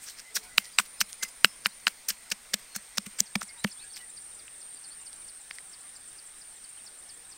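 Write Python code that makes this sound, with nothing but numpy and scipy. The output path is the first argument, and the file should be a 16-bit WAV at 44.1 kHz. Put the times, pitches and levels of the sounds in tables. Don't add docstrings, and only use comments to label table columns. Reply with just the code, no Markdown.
import sys
import numpy as np
from scipy import signal
from scipy.fft import rfft, irfft
from scipy.io import wavfile
from scipy.ndimage import uniform_filter1d

SR = 44100
rng = np.random.default_rng(int(sys.argv[2]) if len(sys.argv) > 2 else 0)


def rack_gain(trim_db):
    fader = np.asarray(trim_db, float)
    return 10 ** (fader / 20)


def to_wav(s):
    ch = np.atleast_2d(s).T
    pcm = np.round(np.clip(ch, -1, 1) * 32767)
    wavfile.write(sys.argv[1], SR, pcm.astype(np.int16))


N = 325017
T = np.arange(N) / SR


def evened(x):
    return x / np.sqrt(np.mean(x ** 2) + 1e-20)


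def read(points, hz):
    f, value = np.transpose(points)
    return np.interp(np.log(hz + 1), np.log(f + 1), value)


def add(mix, s, sound):
    part = mix[max(round(s * SR), 0):][:len(sound)]
    part += sound[:len(part)]


def resonate(x, hz, width):
    turn = np.exp(2j * np.pi * np.cumsum(hz * np.ones(len(x))) / SR)
    r = np.exp(-np.pi * width / SR)
    return 2 * (turn * signal.lfilter([1 - r], [1, -r], x / turn)).real


def ring(t, hz, width, cycles):
    swell = (1 - np.exp(-t * hz / cycles)) ** 2
    return swell * np.exp(-np.pi * width * t) * np.sin(2 * np.pi * hz * t)


def radiated(sound):
    return signal.sosfilt(signal.butter(2, 950, "high", fs=SR, output="sos"), sound)


# t/s, peak level/dB, bowl level/dB, pestle ring level/dB, pitch factor of the spot
KNOCKS = [(0.5814, 1.5, -5, -17, 0.96), (0.7866, -1, -4, 0, 0.93), (0.7934, -14, 15, -12, 0.97),
          (0.7973, -14.5, 10, -12, 0.82), (0.8002, -18, 6, -12, 0.87), (1.0133, -7.5, 2.5, -20, 1.02),
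          (1.017, -22, -9, -9, 0.89), (1.2305, -23, 28, -12, 1.05), (1.4458, 7, 0.5, -12, 1),
          (1.454, -20, -27, -19, 0.94), (1.659, -4.8, 1.7, -18, 0.99), (1.8694, -2.9, 0.2, -13, 1),
          (1.8764, -21, 10, -17, 0.95), (2.9822, -20, 3, -4, 0.9), (3.3538, -21, 4, -20, 0.73),
          (3.3561, -18, 5, -21, 0.72), (3.4175, -21, 14, -16.5, 0.87), (3.6446, -18, 0, -10, 0.76),
          (3.6468, -19, 8, -22, 0.68)]
# f/Hz, width/Hz, level/dB
STONE_MODES = [
    (2940, 580, 12),
    (1900, 1900, -12),
    (4070, 710, 11),
    (4780, 350, -3),
    (6090, 600, -30),
    (11300, 840, -8),
]


def knocks():
    out, t = np.zeros(N), np.arange(2000) / SR
    bowl_hz, bowl_width_hz = 1520, 370
    pestle_hz, pestle_width_hz = 7900, 115
    for s, db, bowl_db, ring_db, pitch in KNOCKS:
        body = sum(rack_gain(d) * ring(t, f * pitch, w, cycles=0.44) for f, w, d in STONE_MODES)
        body = body + rack_gain(bowl_db + 6.5) * ring(t, bowl_hz * pitch, bowl_width_hz, cycles=0.41)
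        body = body + rack_gain(ring_db + 6.5) * ring(t, pestle_hz, pestle_width_hz, cycles=2.4)
        contact_ms = max(.089 + .002 * bowl_db, .05)
        push = np.exp(-((t[:64] - t[12]) / (contact_ms / 2000)) ** 2)
        knock = radiated(np.convolve(body, push))
        add(out, s - .0004, rack_gain(db) * knock / abs(knock).max())
    return out


# t/s of the peak, peak level/dB, length/ms, loudest f/Hz
SKINS = [(0.361, -18, 13, 5600), (0.581, -13, 4, 2930), (0.7888, -11.5, 2.6, 5300),
         (1.0078, -16, 4.5, 4000), (1.013, -11.5, 4.9, 6040), (1.016, -20, 2.7, 6100),
         (1.2355, -16, 4.6, 7500), (1.446, -21, 2.3, 11500), (1.868, -26, 2.6, 5000),
         (2.088, -12, 3.6, 5700), (2.093, -17, 6, 13000), (2.304, -28, 3.6, 4960),
         (2.7635, -19.5, 4.7, 6500), (3.202, -17, 4, 2300), (3.2048, -8, 1.2, 3300)]
# t/s of the peak, peak level/dB, length/ms, loudest f/Hz
FLESH = [(.368, -17.5, 6.5, 4030), (0.7835, -21, 0.9, 8500), (1.2305, -20, 8, 6400),
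         (2.317, -15.5, 3.6, 5000), (2.32, -14, 4.4, 5560), (2.5375, -17, 4, 5000),
         (2.5412, -5, 1.98, 3600), (2.7545, -28, 9, 6000), (2.975, -19.5, 3.5, 6040),
         (3.192, -23, 8.6, 8000), (3.356, -12, 2.04, 4900), (3.414, -25, 4.8, 6000), (3.43, -25, 5, 7760)]
# t/s of the peak, peak level/dB, length/ms, loudest f/Hz
GRINDS = [(0.088, -32.5, 19, 5640), (.198, -34, 16, 5200), (0.802, -16.5, 6.5, 8600),
          (1.454, -19, 5.5, 13500), (1.657, -26, 6.5, 5000), (1.668, -16.5, 4.1, 11500),
          (1.881, -17.5, 5.3, 4670), (2.106, -18.5, 7.9, 5040), (2.983, -10, 2.2, 5800),
          (3.067, -25, 4.2, 2900), (3.646, -17.5, 3.4, 5000)]
# t/s of the peak, peak level/dB, length/ms, loudest f/Hz
SQUELCHES = [(.04, -35.5, 33, 8400), (0.106, -35.5, 19, 4030), (0.441, -39, 15, 5000),
             (.654, -39.5, 21, 5100), (.86, -37.5, 9.5, 3880), (1.1, -38.5, 16, 3380),
             (1.288, -35, 8, 7250), (2.595, -41, 13.5, 2000), (3.967, -34, 13, 4900),
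             (3.978, -42, 17, 4000), (4.015, -42.5, 8, 4050), (5.555, -39, 5.5, 5000)]
# t/s of the peak, peak level/dB
SLUMPS = [(0.599, -36), (0.814, -34.5), (1.248, -40), (1.47, -41), (1.896, -39), (2.118, -36.5),
          (2.553, -48), (3.22, -59), (3.677, -39)]
# rise/length, fall/length, brightness/dB per octave
KINDS = [
    (.58, 0.96, 3.5),
    (0.43, 0.99, -3),
    (0.93, .48, -2),
    (0.54, .98, 1),
    (.35, .98, 1.5),
]


def crush_rows():
    slump_ms, slump_hz = 20, 2700
    slumps = [(s, db, slump_ms, slump_hz) for s, db in SLUMPS]
    rows = []
    for table, (rise, fall, tilt_db) in zip((SKINS, FLESH, GRINDS, SQUELCHES, slumps), KINDS):
        rows += [(s, db, ms * rise, ms * fall, tilt_db, hz) for s, db, ms, hz in table]
    return sorted(rows)


# f/Hz, level/dB
PODS = [(290, -39), (500, -17), (868, -29.5), (1550, -5.5), (2540, -7.5), (3060, -7.5), (3700, -10),
        (5710, -4.5), (6800, -7.5), (8580, -2), (10100, -10), (15100, -10), (16000, -13)]


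def crushes():
    out, size = np.zeros(N), 8192
    t, hz = (np.arange(size) - 3072) / SR, np.fft.rfftfreq(size, 1 / SR)
    early = .1
    for s, db, rise_ms, fall_ms, tilt_db, peak_hz in crush_rows():
        fizz, when, big = rng.standard_normal(size), rng.random(size), rng.exponential(1, size)
        bursting = when < 3500 / SR
        grains = evened(bursting * np.sign(fizz) * rack_gain(2.2 * np.minimum(big, 3)))
        cavity_db = 10 / (1 + ((hz - peak_hz) / (.16 * peak_hz)) ** 2)
        colour = rack_gain(read(PODS, hz) + tilt_db * np.log2((hz + 50) / 4000) + cavity_db)
        crackle = evened(irfft(rfft(0.88 * grains + 0.55 * fizz) * colour))
        rise = np.exp(-(t * 1000 / rise_ms) ** 2 / 2)
        fall = np.exp(-abs(t) * 1000 / fall_ms)
        add(out, s + t[0] + early, rack_gain(db - 9) * crackle * np.where(t < 0, rise, fall))
    return np.append(out[round(early * SR):], np.zeros(round(early * SR)))


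# t/s, peak level/dB, f/Hz
SNAPS = [(0.3559, -19, 5530), (0.3592, -17, 5490), (0.3605, -16, 5470), (0.363, -18, 9150),
         (0.3644, -16, 8230), (0.3664, -14, 5710), (0.3683, -14, 5750), (0.3699, -19, 1700),
         (0.5776, -19, 5490), (0.5798, -14, 4260), (0.7902, -11, 7880), (0.7916, -16, 5400),
         (1.0065, -9, 5040), (1.008, -12, 5000), (1.0094, -17, 8570), (1.0117, -10, 7150),
         (1.0176, -11, 5580), (1.2265, -20, 7190), (1.2292, -19, 4740), (1.231, -17, 4330),
         (1.2337, -15, 5470), (1.2349, -14, 6330), (1.2376, -18, 5790), (1.4488, -13, 7900),
         (1.4509, -17, 7820), (1.4541, -14, 2710), (1.4556, -19, 2730), (1.6668, -18, 2090),
         (1.8766, -16, 1510), (1.8778, -16, 1440), (1.8792, -18, 2200), (1.8808, -18, 5770),
         (1.8822, -20, 6460), (2.0865, -16, 5680), (2.0885, -10, 5600), (2.0899, -20, 8760),
         (2.0917, -18, 5990), (2.0982, -20, 7670), (2.102, -18, 8720), (2.1033, -19, 3060),
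         (2.1054, -13, 5280), (2.3151, -20, 4950), (2.317, -14, 5960), (2.3182, -18, 5300),
         (2.3204, -13, 2560), (2.5374, -13, 5770), (2.5391, -17, 4180), (2.5406, -9, 6460),
         (2.542, -9, 8510), (2.5435, -17, 8440), (2.7632, -17, 5680), (2.982, -8, 3920),
         (2.9834, -12, 4870), (3.2027, -16, 5710), (3.204, -1, 6400), (3.2054, -10, 6140),
         (3.3551, -14, 2610), (3.3563, -14, 2350), (3.3575, -18, 2130), (3.6465, -13, 1920)]


def snaps():
    out, t = np.zeros(N), np.arange(600) / SR
    for s, db, hz in SNAPS:
        snap = ring(t, hz, .28 * hz, cycles=.6)
        add(out, s, rack_gain(db - 3) * snap / abs(snap).max())
    return out


# t/s, peak level/dB, f/Hz, width/Hz
TICKS = [(.0868, -21.5, 5560, 2000), (.0985, -28, 7000, 3000), (.201, -29, 6000, 2500),
         (.646, -29, 6000, 4000), (.6555, -29, 5000, 3000), (.854, -35, 5000, 4080),
         (1.13, -19.5, 6460, 4200), (1.801, -38, 5500, 3000), (3.205, -2, 6300, 1100),
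         (3.677, -33, 2500, 900), (3.67, -37, 3000, 400), (2.866, -36, 6500, 4000),
         (3.962, -31, 4900, 1500), (3.967, -33, 5300, 900), (3.969, -34, 2200, 600),
         (2.1097, -19, 7900, 1800), (1.2502, -32, 2500, 700), (1.021, -25, 2300, 500),
         (2.765, -20, 8500, 1800), (2.7625, -29, 1550, 400), (2.752, -35, 1600, 500),
         (1.237, -29, 1600, 400), (.3735, -27, 1700, 400), (3.6472, -24.5, 560, 250),
         (3.357, -26, 870, 300), (3.976, -27.5, 4000, 3000), (4.4805, -35, 2700, 496),
         (5.1303, -30, 4970, 3100), (5.5105, -23, 2050, 810), (5.5107, -29.5, 3600, 1500),
         (5.585, -31.5, 2000, 250), (5.585, -29, 4600, 3030)]


def ticks():
    out, t = np.zeros(N), np.arange(400) / SR
    for (s, db, hz, width), grit in zip(TICKS, rng.standard_normal((50, 400))):
        tick = ring(t, hz, width, cycles=.6) * (1 + .08 * grit)
        add(out, s, rack_gain(db) * tick / abs(tick).max())
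    return out


# t/s, peak level/dB, f/Hz, width/Hz
SHOVES = [(1.446, -19, 310, 800), (.5825, -33, 300, 700), (.787, -27, 650, 400), (1.2315, -41, 460, 120),
          (1.8696, -29, 600, 500), (1.0135, -40, 420, 300), (2.761, -42, 780, 200), (3.2035, -41, 750, 300),
          (3.4185, -39, 750, 300), (2.9745, -38, 800, 250), (1.6597, -34, 400, 500)]


def shoves():
    out, t = np.zeros(N), np.arange(600) / SR
    for s, db, hz, width in SHOVES:
        shove = ring(t, hz, width, cycles=.15)
        add(out, s, -rack_gain(db) * shove / abs(shove).max())
    return out


# t/s, peak level/dB
THUMPS = [(0.375, -52), (0.5844, -43), (0.7965, -40), (1.0159, -41), (1.2334, -50), (1.4491, -34),
          (1.6623, -39), (1.8687, -42), (2.1042, -47), (2.3191, -42), (2.5398, -34.5), (2.7625, -39),
          (2.9815, -33), (3.0667, -37), (3.2073, -36.5), (3.3567, -23.5), (3.4292, -46), (3.6456, -20)]
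# f/Hz, level/dB, time to fall 60 dB/s
BOARD_MODES = [
    (200, -1, 0.055),
    (155, -7, 0.025),
    (100, -19, 0.016),
    (330, -13, 0.025),
    (552, -19, 0.033),
]


def thumps():
    out, t = np.zeros(N), np.arange(5000) / SR
    board = sum(rack_gain(db - 60 * t / t60) * np.sin(2 * np.pi * hz * t) for hz, db, t60 in BOARD_MODES)
    swell = 1 - np.exp(-t / .005)
    for s, db in THUMPS:
        add(out, s + .0006, rack_gain(db + 9) * board * swell)
    return signal.sosfilt(signal.butter(2, 70, "high", fs=SR, output="sos"), out)


def whistle(length, hz, db):
    u = np.linspace(0, 1, round(length * SR))
    pitch = np.interp(u, np.linspace(0, 1, len(hz)), hz)
    flutter = 1 + .45 * evened(uniform_filter1d(rng.standard_normal(8000), size=90))[:len(u)]
    swell = np.sin(np.pi * u) ** .45
    return rack_gain(db) * swell * flutter * np.sin(2 * np.pi * np.cumsum(pitch) / SR)


CHIRPS = [2.962, 3.178, 3.259, 3.485, 3.712, 3.934, 4.1647, 4.386, 4.611, 4.837, 5.06, 5.281, 5.5026, 5.729,
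          5.9527, 6.1804, 6.4105, 6.635, 6.8618, 7.0895, 7.316]
# t/s, length/s, f/Hz, level/dB
NOTES = [(.73, 0.031, 4800, -53), (1.185, 0.13, 5040, -52.5), (1.449, 0.093, 5255, -52),
         (1.685, .012, 4660, -54), (2.7, 0.097, 4283, -55.5), (3.48, .045, 2150, -52),
         (3.83, 0.045, 1660, -56), (3.895, 0.027, 4500, -54), (4, 0.053, 1953, -53.5),
         (4.837, 0.041, 4360, -55), (7.15, 0.098, 483, -66), (.3, 0.17, 438, -63), (.59, .05, 2105, -52),
         (1.21, 0.055, 2066, -45.5), (.41, 0.09, 2250, -58), (.24, .08, 2050, -58), (.41, .1, 730, -64),
         (.45, .08, 1480, -62), (3.8, .055, 2600, -60), (3.8, .05, 2370, -61), (3.98, .045, 2950, -60),
         (.62, .07, 1960, -58), (.5, .06, 2000, -59), (3.69, .02, 4450, -55)]
# t/s, length/s, first f/Hz, last f/Hz, level/dB
SLIDES = [
    (3.545, .07, 1010, 880, -61),
    (0.966, .09, 5170, 5030, -54),
    (1.705, 0.025, 3950, 4400, -52),
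    (3.541, .05, 2030, 1800, -59),
    (3.572, 0.07, 3730, 4170, -52.5),
    (3.76, 0.054, 3300, 3620, -59),
    (3.792, 0.059, 3620, 4960, -53),
    (4.75, 0.034, 5000, 4600, -53.5),
    (4.903, 0.043, 4120, 4950, -53),
    (6.772, 0.019, 3180, 3030, -54),
]


def birds():
    out = np.zeros(N)
    for s in CHIRPS:
        since_facing = s - 3.91
        db = -46 + 2 * np.cos(2 * np.pi * since_facing / 1.51) - .5 * since_facing
        chirp = whistle(.034, [6540, 6300, 5650, 4950, 4450, 4150], db + 1)
        u = np.linspace(0, 1, len(chirp))
        two_pulses = np.interp(u, (0, .15, .3, .6, 1), (.45, .06, .4, 1.05, .4))
        add(out, s - .012, chirp * two_pulses)
        add(out, s + .155, whistle(.016, [3720], -61))
    for s, length, *hz, db in NOTES + SLIDES:
        add(out, s, whistle(length, hz, db + 1))
    leaves = rng.standard_normal(3000) * rack_gain(-60 * T[:3000] / 0.066)
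    return out + rack_gain(-7) * signal.oaconvolve(out, leaves / np.linalg.norm(leaves))[:N]


RASPS = [3.4775, 3.5944, 3.7244, 3.8462, 3.9729, 4.1011, 4.2173, 4.346, 4.4692, 4.6004, 4.7401, 4.8873,
         5.0115, 5.1587, 5.2764, 5.4113, 5.5353, 5.696, 5.8092, 5.9638, 6.0826, 6.2716, 6.3904, 6.5625,
         6.6957, 6.8468, 6.9875, 7.1422, 7.2973]


def cricket():
    shape = np.zeros(N)
    for s in RASPS:
        add(shape, s - .009, rack_gain(-50.5) * np.hanning(1150))
    wing = resonate(resonate(rng.standard_normal(N), 7600, 600), 7600, 600)
    return shape * evened(wing)


def phrase(length, hz, bend_hz, power, buzzing=.3):
    u = np.linspace(0, 1, round(length * SR))
    wobble, flicker, noise = rng.standard_normal((3, 20000))
    wobble_hz = 18 * evened(uniform_filter1d(wobble, size=900))[:len(u)]
    pitch = hz - bend_hz * u ** power + wobble_hz
    line = np.sqrt(2) * np.sin(2 * np.pi * np.cumsum(pitch) / SR)
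    buzz = evened(resonate(noise[:len(u)], pitch, 90))
    flicker_db = 2.5 * evened(uniform_filter1d(flicker, size=500))[:len(u)]
    return np.sin(np.pi * u) ** .3 * rack_gain(flicker_db) * (line + buzzing * buzz)


# t/s, length/s, first f/Hz, level/dB
LEADS = [(.37, .18, 9460, -59), (.42, .12, 8920, -57), (1.38, .07, 8900, -56), (1.86, .2, 9200, -59),
         (3.33, .15, 9020, -53), (3.5, .2, 8880, -53), (3.7, .14, 9030, -48), (3.86, .11, 8920, -54),
         (4.03, .08, 8830, -49), (4.09, .37, 9010, -49), (4.52, .29, 8970, -48), (4.82, .35, 8940, -48),
         (5.17, .22, 8860, -50), (6.6, .27, 8880, -52), (3, .16, 8760, -55), (3.23, .27, 8710, -53),
         (3.75, .23, 8640, -51), (3.95, .15, 8750, -53), (4.1, .26, 8660, -53), (4.79, .15, 8620, -52),
         (4.95, .22, 8620, -54), (4.45, .2, 8600, -55), (4.6, .15, 8700, -54), (4.05, .4, 9420, -57),
         (4.8, .2, 9400, -56), (5.2, .15, 9420, -54), (5.2, .2, 8640, -54)]
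# t/s, length/s, first f/Hz
TOPS = [(4.46, .15, 9580), (4.87, .18, 9520), (6.93, .3, 9540), (5.65, .12, 9560), (3.4, .25, 9530),
        (3.78, .15, 9560), (3.98, .26, 9590), (4.2, .18, 9540), (4.61, .26, 9530), (5.05, .3, 9510),
        (5.33, .35, 9540), (5.76, .25, 9530), (6.01, .33, 9540), (6.3, .26, 9520), (6.62, .31, 9470)]
# t/s, first f/Hz
EARLY = [
    (.56, 9420),
    (.81, 9410),
    (1.03, 9410),
    (1.25, 9400),
    (1.47, 9410),
    (1.69, 9300),
]
# t/s, level/dB
CHORUS = [
    (0, -57),
    (2, -57),
    (3.1, -54),
    (4.5, -54),
    (5.5, -50.5),
    (7.3, -51.5),
]


def cicadas():
    near, far = np.zeros(N), np.zeros(N)
    sag_hz_per_s, top_db = 500, -56.5
    for s, length, hz, db in LEADS + [(*row, top_db) for row in TOPS]:
        add(near, s, rack_gain(db - 1.5) * phrase(length, hz, sag_hz_per_s * length, power=1))
    for s, hz in EARLY:
        add(near, s, rack_gain(-55.5) * phrase(.21, hz, 380, power=2, buzzing=.7))
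    low_hz, high_hz, far_s = 8330, 9230, .17
    for k, (late, place) in enumerate(rng.random((360, 2))):
        hz = low_hz + (high_hz - low_hz) * (k % 3 + k % 4 + place) / 6
        song = phrase(far_s, hz, sag_hz_per_s * far_s, power=1, buzzing=.9)
        add(far, (k // 6 + late) * .125 - .1, song)
    return near + rack_gain(np.interp(T, *np.transpose(CHORUS))) * evened(far)


# f/Hz, level/dB per Hz
YARD_1 = [(20, -3), (36, -5), (70, -15), (262, -12), (347, -17.5), (434, -13), (1760, -10), (2020, -6),
          (2910, -13.5), (4300, -11), (6720, -13.5), (9140, -7.5), (9950, -19.5), (16000, -21)]
# f/Hz, level/dB per Hz
YARD_2 = [(25, -4.5), (70, -13), (641, -13.5), (775, -9.5), (911, -13), (1840, -9), (2690, -13),
          (5730, -12.5), (6740, -16), (8830, -2.5), (9800, -15.5), (12900, -26.5), (14800, -18),
          (16000, -21.5)]


def yard():
    frames, hz = N // 512 + 5, np.fft.rfftfreq(2048, 1 / SR)
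    a, b, c, d, patches = rng.standard_normal((frames, 1025, 5)).T
    patches = uniform_filter1d(uniform_filter1d(patches, size=16, axis=0), size=5, axis=1)
    patches_db = 1.7 * evened(patches)
    changed = np.interp(np.arange(frames) * 512 / SR, (3.1, 3.5), (0, 1))
    first = rack_gain(-53.2) * evened(rack_gain(read(YARD_1, hz)))[:, None]
    second = rack_gain(-53.4) * evened(rack_gain(read(YARD_2, hz)))[:, None]
    level = (first * (1 - changed) + second * changed) * rack_gain(patches_db)
    side_db = read([(30, -9.5), (300, -3.5), (1000, -13), (3000, -32.0), (16000, -22.0)], hz)
    middle = a + 1j * b
    side = rack_gain(side_db)[:, None] * (c + 1j * d)
    z = np.array([middle + side, middle - side]) * level
    unit = np.std(signal.istft(middle, nperseg=2048, noverlap=1536)[1])
    return signal.istft(z, nperseg=2048, noverlap=1536)[1][:, :N] / unit


def scene():
    mortar = knocks() + crushes() + snaps() + ticks() + shoves()
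    echo = rng.standard_normal(6000) * rack_gain(-60 * T[:6000] / 0.066) * (T[:6000] > .003)
    mortar = mortar + rack_gain(-37) * signal.oaconvolve(mortar, echo / np.linalg.norm(echo))[:N]
    return mortar + thumps() + birds() + cricket() + cicadas() + yard()


def top_cut(x):
    return signal.sosfilt(signal.butter(12, 16450, fs=SR, output="sos"), x)


def record(dry):
    lowpass = signal.firwin(255, 15900, window=("kaiser", 8), fs=SR)
    limited = signal.oaconvolve(dry, lowpass[None], "same")
    return top_cut(np.clip(limited, -1, 1))


dry = scene()
out = record(dry)
to_wav(out)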